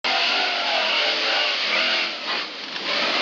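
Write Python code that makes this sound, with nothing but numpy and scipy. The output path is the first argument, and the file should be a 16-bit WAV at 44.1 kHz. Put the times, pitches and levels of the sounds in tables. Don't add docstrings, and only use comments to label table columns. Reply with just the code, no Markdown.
import sys
import numpy as np
from scipy import signal
from scipy.fft import rfft, irfft, next_fast_len
from scipy.io import wavfile
from scipy.ndimage import uniform_filter1d, map_coordinates

SR = 44100
rng = np.random.default_rng(int(sys.argv[2]) if len(sys.argv) > 2 else 0)


def generate_wav(sig):
    pcm = np.round(np.clip(np.atleast_2d(sig).T, -1, 1) * 32767).astype(np.int16)
    wavfile.write(sys.argv[1], SR, pcm)


N = 141561

# time_s, rate_hz
CYCLE_HZ = [(.05, 43.2), (.14, 42.9), (.21, 45.5), (.29, 47.8), (.38, 48.7), (.45, 48.6), (.54, 46.9),
            (.69, 45.9), (.76, 42.9), (.82, 42), (.89, 44), (.95, 48), (1.0, 53), (1.1, 55.6), (1.23, 54.6),
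            (1.33, 56), (1.43, 55.4), (1.54, 51.8), (1.69, 39), (1.76, 41), (1.86, 43.3), (1.93, 43.6),
            (2.03, 42.2), (2.22, 40), (2.38, 42.5), (2.8, 32), (2.96, 38.8), (3.2, 45)]
# time_s, pitch_hz
LOW_MODE_HZ = [(.05, 725), (.14, 770), (.22, 755), (.28, 720), (.43, 755), (.6, 715), (.8, 685), (.95, 630),
               (1.2, 590), (1.4, 615), (1.55, 590), (1.68, 545), (1.78, 620), (1.9, 705), (2.05, 650),
               (2.2, 610), (2.86, 550), (3.2, 630)]


def amp(db):
    return 10 ** (np.asarray(db) / 20)


def unit(x):
    return x / np.sqrt(np.mean(x ** 2) + 1e-20)


def curve(rows):
    return np.interp(np.arange(N) / SR, *np.transpose(rows))


def wobble(knots_per_s):
    return map_coordinates(rng.standard_normal(2048), [np.arange(N) * knots_per_s / SR], mode="wrap")


def filtered(x, response):
    size = next_fast_len(N + 8192)
    return irfft(rfft(x, size) * response(np.fft.rfftfreq(size, 1 / SR)), size)[:N]


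def coloured(x, spectrum):
    hz, db = np.transpose(spectrum)
    return filtered(x, lambda f: amp(np.interp(np.log(f + 1), np.log(hz), db)))


def noise(spectrum):
    return unit(coloured(rng.standard_normal(N), spectrum))


def steady(x, size=4001):
    power = uniform_filter1d(uniform_filter1d(x ** 2, size), size)
    return x / np.sqrt(np.abs(power) + 1e-12)


def order_tone(order, cycles, flutter_db=4.0, slip_rad=0.63):
    level = amp(flutter_db * wobble(13))
    return level * np.sin(2 * np.pi * (order * cycles + rng.random()) + slip_rad * wobble(30))


def hillside(x, count=27, t60_s=0.056, crossfade_s=0.12, echo_db=6.5):
    age_s = np.arange(SR // 6) / SR
    place = np.arange(N) / SR / crossfade_s
    tails = rng.standard_normal((count, len(age_s))) * amp(-60 * age_s / t60_s)
    echo = 0
    for k, tail in enumerate(tails):
        share = np.sqrt(np.maximum(1 - np.abs((place - k) % count - 1), 0))
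        echo += signal.fftconvolve(x * share, tail / np.linalg.norm(tail))[:N]
    return x + amp(echo_db) * echo


def tyres(grit_per_s=260, grit_db=-20.5):
    # time_s, level_db
    spray_db = [(.06, -26), (.44, -26), (.52, -29.5), (.7, -29), (1.06, -26.5), (1.2, -25.5), (1.38, -26),
                (1.6, -27.5), (1.98, -25.5), (2.14, -34), (2.25, -33.5), (2.31, -38), (2.4, -30.5),
                (2.46, -37), (2.72, -37), (2.82, -34), (2.89, -26.5), (3.0, -28), (3.2, -27.5)]
    # freq_hz, gain_db
    spectrum = [(100, -40.5), (300, -13), (1000, -9.5), (2000, -3), (3200, 0.5), (3800, -2.5), (4600, -0.5),
                (5000, -4.5), (5500, -13.5), (6400, -17.5), (7500, -28)]
    grit = (rng.random(N) < grit_per_s / SR) * rng.standard_normal(N)
    spray = rng.standard_normal(N) + amp(grit_db) * unit(hillside(grit))
    return unit(coloured(spray, spectrum)) * amp(curve(spray_db) + 1 + 0.7 * wobble(30.36))


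def drone(cycles, rough):
    # order, level_db
    orders = [(4, -22.5), (5, -2), (6, -1.5), (7, -8.5), (8, 3), (9, -11), (10, -4), (12, -5.5)]
    # time_s, level_db
    drone_db = [(.06, -37.5), (.26, -40.5), (.37, -36), (.52, -42.5), (.9, -38.5), (1.29, -38.5),
                (1.58, -45), (1.77, -40.5), (2.0, -41.5), (2.2, -46.5), (2.36, -37), (2.5, -46), (2.7, -43),
                (3.0, -33), (3.2, -32.5)]
    # freq_hz, gain_db
    spectrum = [(30, -23), (65, -24.5), (105, -10), (150, -12), (210, -4.5), (300, 0.5), (500, -5),
                (1000, -6), (3000, -27)]
    tones = amp(-1) * unit(sum(amp(db) * order_tone(order, cycles) for order, db in orders))
    rumble = amp(-0.5) * noise(spectrum)
    return 2 * amp(curve(drone_db)) * ((1 - rough) * tones + rough * rumble)


def pops(attack_s=0.0017, t60_s=0.058):
    # start_s, level_db
    cracks = [(2.585, -39), (2.636, -31.5), (2.681, -32.5), (2.724, -34), (2.75, -32.5), (2.76, -28.5)]
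    # freq_hz, gain_db
    spectrum = [(100, -30.5), (400, -16), (1300, 1), (1600, 1.5), (1800, 10.5), (2050, -7), (2800, 4.5),
                (3350, 3.5), (3750, 3), (4800, -2), (5600, -2.5), (7500, -47)]
    envelope = np.zeros(N)
    for start_s, db in cracks:
        age_s = np.maximum(np.arange(N) / SR - start_s, 0)
        envelope += amp(db - 60 * age_s / t60_s) * (1 - np.exp(-age_s / attack_s))
    return 2 * envelope * noise(spectrum)


def wails(flutter_db=3, slip_rad=0.8):
    # start_s, length_s, start_hz, end_hz, level_db
    glides = [(0.605, 0.2, 905, 785, -29.5), (0.771, .28, 1000, 898, -32), (1.029, .11, 800, 793, -28),
              (1.247, 0.19, 770, 800, -28.5), (1.718, 0.0484, 2220, 2456, -22.5),
              (2.733, 0.052, 1030, 990, -39), (2.771, 0.11, 462, 444, -35), (2.841, 0.22, 550, 603, -31),
              (2.825, 0.161, 1020, 1090, -33.5), (2.929, .24, 1240, 1350, -35)]
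    out = np.zeros(N)
    for start_s, length_s, start_hz, end_hz, db in glides:
        progress = np.clip((np.arange(N) / SR - start_s) / length_s, 0, 1)
        turns = np.cumsum(start_hz + (end_hz - start_hz) * progress) / SR
        envelope = amp(db + flutter_db * wobble(120)) * np.sin(np.pi * progress)
        out += envelope * np.sin(2 * np.pi * turns + slip_rad * wobble(90))
    return out


def howl(cycles, width_hz=95):
    # order, level_db
    orders = [(11, 3), (12, -6), (13, -9), (14, -2), (15, 7), (16, 4), (17, 3.5), (18, 6), (19, -3)]
    # time_s, level_db
    howl_db = [(.05, -31), (.15, -26), (.24, -30.5), (.31, -37), (.41, -30), (.5, -34), (.68, -30),
               (.8, -24.5), (.9, -37), (1.04, -38), (1.17, -41), (1.26, -34), (1.38, -30.5), (1.5, -36),
               (1.58, -42), (1.7, -39), (1.77, -28.5), (1.84, -34), (1.91, -31.5), (2.02, -37), (2.13, -41),
               (2.26, -50), (2.6, -58), (2.9, -46), (3.2, -39)]
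    cycle_hz, mode_hz = curve(CYCLE_HZ), curve(LOW_MODE_HZ)
    tones = 0
    for order, db in orders:
        detuning = 2 * (order * cycle_hz - mode_hz) / width_hz
        tone = order_tone(order, cycles, flutter_db=3.0, slip_rad=0.56)
        tones += amp(db) * tone / np.hypot(1, detuning)
    return steady(tones) * amp(curve(howl_db))


def firings(cycles, rough, jitter=0.098, puff_depth=0.31):
    # level_db, delay_intervals
    cylinders = [(-10.5, 0.0041), (-7, 0.088), (-1.5, -0.054), (-6.5, 0.07), (-19.5, -0.052), (-3.5, .04),
                 (-3, 0.163), (-6, -0.091)]
    count = len(cylinders)
    turns = cycles * count
    index = np.arange(int(cycles[-1] * count))
    level_db, delay = np.array(cylinders)[index % count].T
    timing_scatter, level_scatter = rng.standard_normal((2048, 2))[index].T
    due = np.interp(index + delay, turns, np.arange(N)).astype(int)
    onsets = np.interp(index + delay + jitter * rough[due] * timing_scatter, turns, np.arange(N))
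    sizes = amp(level_db + 0.51 * level_scatter)
    taps = onsets.astype(int)[:, None] + np.arange(-7, 9)
    shapes = sizes[:, None] * np.sinc(taps - onsets[:, None])
    pulses = np.bincount(taps.clip(0, N - 1).ravel(), shapes.ravel(), N)
    turbulence = rng.standard_normal(N) * np.interp(turns, index, sizes)
    puffs = turbulence * (1 + puff_depth * np.cos(2 * np.pi * turns))
    return np.sqrt(1 - rough) * unit(pulses) + np.sqrt(rough) * unit(puffs)


def resonance(x, centre_hz, width_hz):
    carrier = np.exp(2j * np.pi * np.cumsum(centre_hz) / SR)
    pole = np.exp(-np.pi * width_hz / SR)
    return (signal.lfilter([1 - pole], [1, -pole], x / carrier) * carrier).real


def pipe_ring(gas, cycles, swing=0.03, wander=0.0063):
    # time_s, pitch_hz
    spacing_hz = [(.05, 674), (.4, 695), (.7, 700), (.88, 704), (1.0, 719), (1.11, 712), (1.21, 622),
                  (1.32, 720), (1.43, 714), (1.53, 706), (1.66, 574), (1.74, 572), (1.8, 693), (1.92, 720),
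                  (2.03, 689), (2.25, 614), (2.4, 616), (2.87, 527), (3.0, 592), (3.2, 689)]
    # note_multiple, width_hz, level_db
    modes = [(2.02, 178, -3), (3.08, 84, 3.5), (3.95, 138, 1)]
    # time_s, gain_db
    bark_db = [(.05, -1), (.25, 2), (.5, -7.5), (.7, 2.5), (.9, -8), (1.05, -4.5), (1.3, 6), (1.5, -3),
               (1.9, -3), (3.2, -6)]
    # time_s, gain_db
    snarl_db = [(.05, 1.5), (.55, 2.5), (.82, 0), (1.0, -1), (1.15, 2), (1.3, 2), (1.47, 3.5), (1.7, -2),
                (1.82, 1.5), (2.0, 4), (2.3, 1), (3.2, -1.5)]
    # freq_hz, gain_db
    spectrum = [(200, -42.5), (700, -26.5), (1300, 0.5), (3200, -2), (4500, -6), (6000, -23)]
    note_hz = curve(spacing_hz) * (1 + swing * np.sin(2 * np.pi * cycles) + wander * wobble(76))
    swell_db = [curve(bark_db), 0, curve(snarl_db)]
    ring = 0
    for k, (multiple, width_hz, db) in enumerate(modes):
        ring += (-1) ** k * amp(db + swell_db[k]) * resonance(gas, multiple * note_hz, width_hz)
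    return steady(coloured(ring, spectrum))


def pipe_boom(gas):
    # time_s, level_db
    boom_db = [(.06, -28), (.15, -30.5), (.3, -32), (.42, -28.5), (.53, -29.5), (.79, -39), (.92, -27.5),
               (1.08, -28), (1.17, -32.5), (1.35, -27), (1.55, -35), (1.68, -35.5), (1.77, -27.5),
               (1.86, -36), (2.0, -40.5), (2.2, -47), (2.34, -35), (2.48, -47), (2.62, -43.5), (2.8, -46),
               (2.9, -34), (3.2, -33.5)]
    # freq_hz, gain_db
    spectrum = [(200, -26.5), (400, -12.5), (600, -6), (800, -11), (1100, -5), (1600, -24.5), (3000, -41)]
    boom = resonance(gas, 0.937 * curve(LOW_MODE_HZ), width_hz=160)
    return steady(coloured(boom, spectrum)) * amp(curve(boom_db) - 3.5)


def exhaust(cycles, rough):
    # time_s, level_db
    throttle_db = [(.06, -26), (.3, -26), (.45, -26.5), (.6, -30.5), (.75, -26), (.88, -26), (.98, -24.5),
                   (1.09, -26), (1.19, -34.5), (1.32, -24.5), (1.49, -26), (1.58, -33.5), (1.71, -28),
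                   (1.8, -23.5), (1.95, -26.5), (2.02, -27), (2.12, -37.5), (2.24, -37), (2.3, -22),
                   (2.39, -27), (2.48, -40), (2.7, -47), (2.81, -45), (2.9, -29), (3.06, -25), (3.2, -23)]
    # freq_hz, gain_db
    spectrum = [(100, -64.5), (400, -15.5), (700, -4), (1050, -5), (1450, -1), (1800, -22.5), (2200, -4.5),
                (2800, -4.5), (3400, -8.5), (4600, -7.5), (5500, -23), (7500, -34)]
    gas = hillside(firings(cycles, rough))
    rasp = amp(-3.5) * np.sqrt(0.32 + rough) * steady(coloured(gas, spectrum))
    ring = amp(0.5) * np.sqrt(1 - rough) * pipe_ring(gas, cycles)
    return (rasp + ring) * amp(curve(throttle_db) + 0.61 * wobble(24.43)) + pipe_boom(gas)


def scene():
    # time_s, rough_fraction
    roughness = [(.05, 0.41), (.6, 0.41), (.8, 0.43), (.98, 0.4), (1.1, 0.47), (1.19, 0.42), (1.32, 0.42),
                 (1.48, 0.2), (1.62, .7), (1.72, 0.3), (1.8, 0.19), (2.03, .15), (2.15, 0.84), (2.4, 0.79),
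                 (3.2, .7)]
    rough = curve(roughness)
    cycles = np.cumsum(curve(CYCLE_HZ)) / SR
    mono = exhaust(cycles, rough) + howl(cycles) + drone(cycles, rough) + wails() + tyres() + pops()
    return np.array([mono, mono])


def record(dry, overload_db=-12.5, start_s=0.0445, cutoff_hz=7666):
    # freq_hz, gain_db
    response = [(20, -2.0), (70, -22), (170, -2.5), (5000, 1.5),
                (5600, -0.5), (6500, -4.5), (7200, -12), (7700, -21.0)]
    clipped = dry[0] / (1 + np.abs(dry[0] / amp(overload_db)) ** 4) ** (1 / 4)
    gated = coloured(clipped, response) * (np.arange(N) / SR > start_s)
    mono = filtered(gated, lambda f: np.clip((cutoff_hz - f) / 200 + 0.5, 0, 1))
    return np.array([mono, mono])


dry = scene()
out = record(dry)
generate_wav(out)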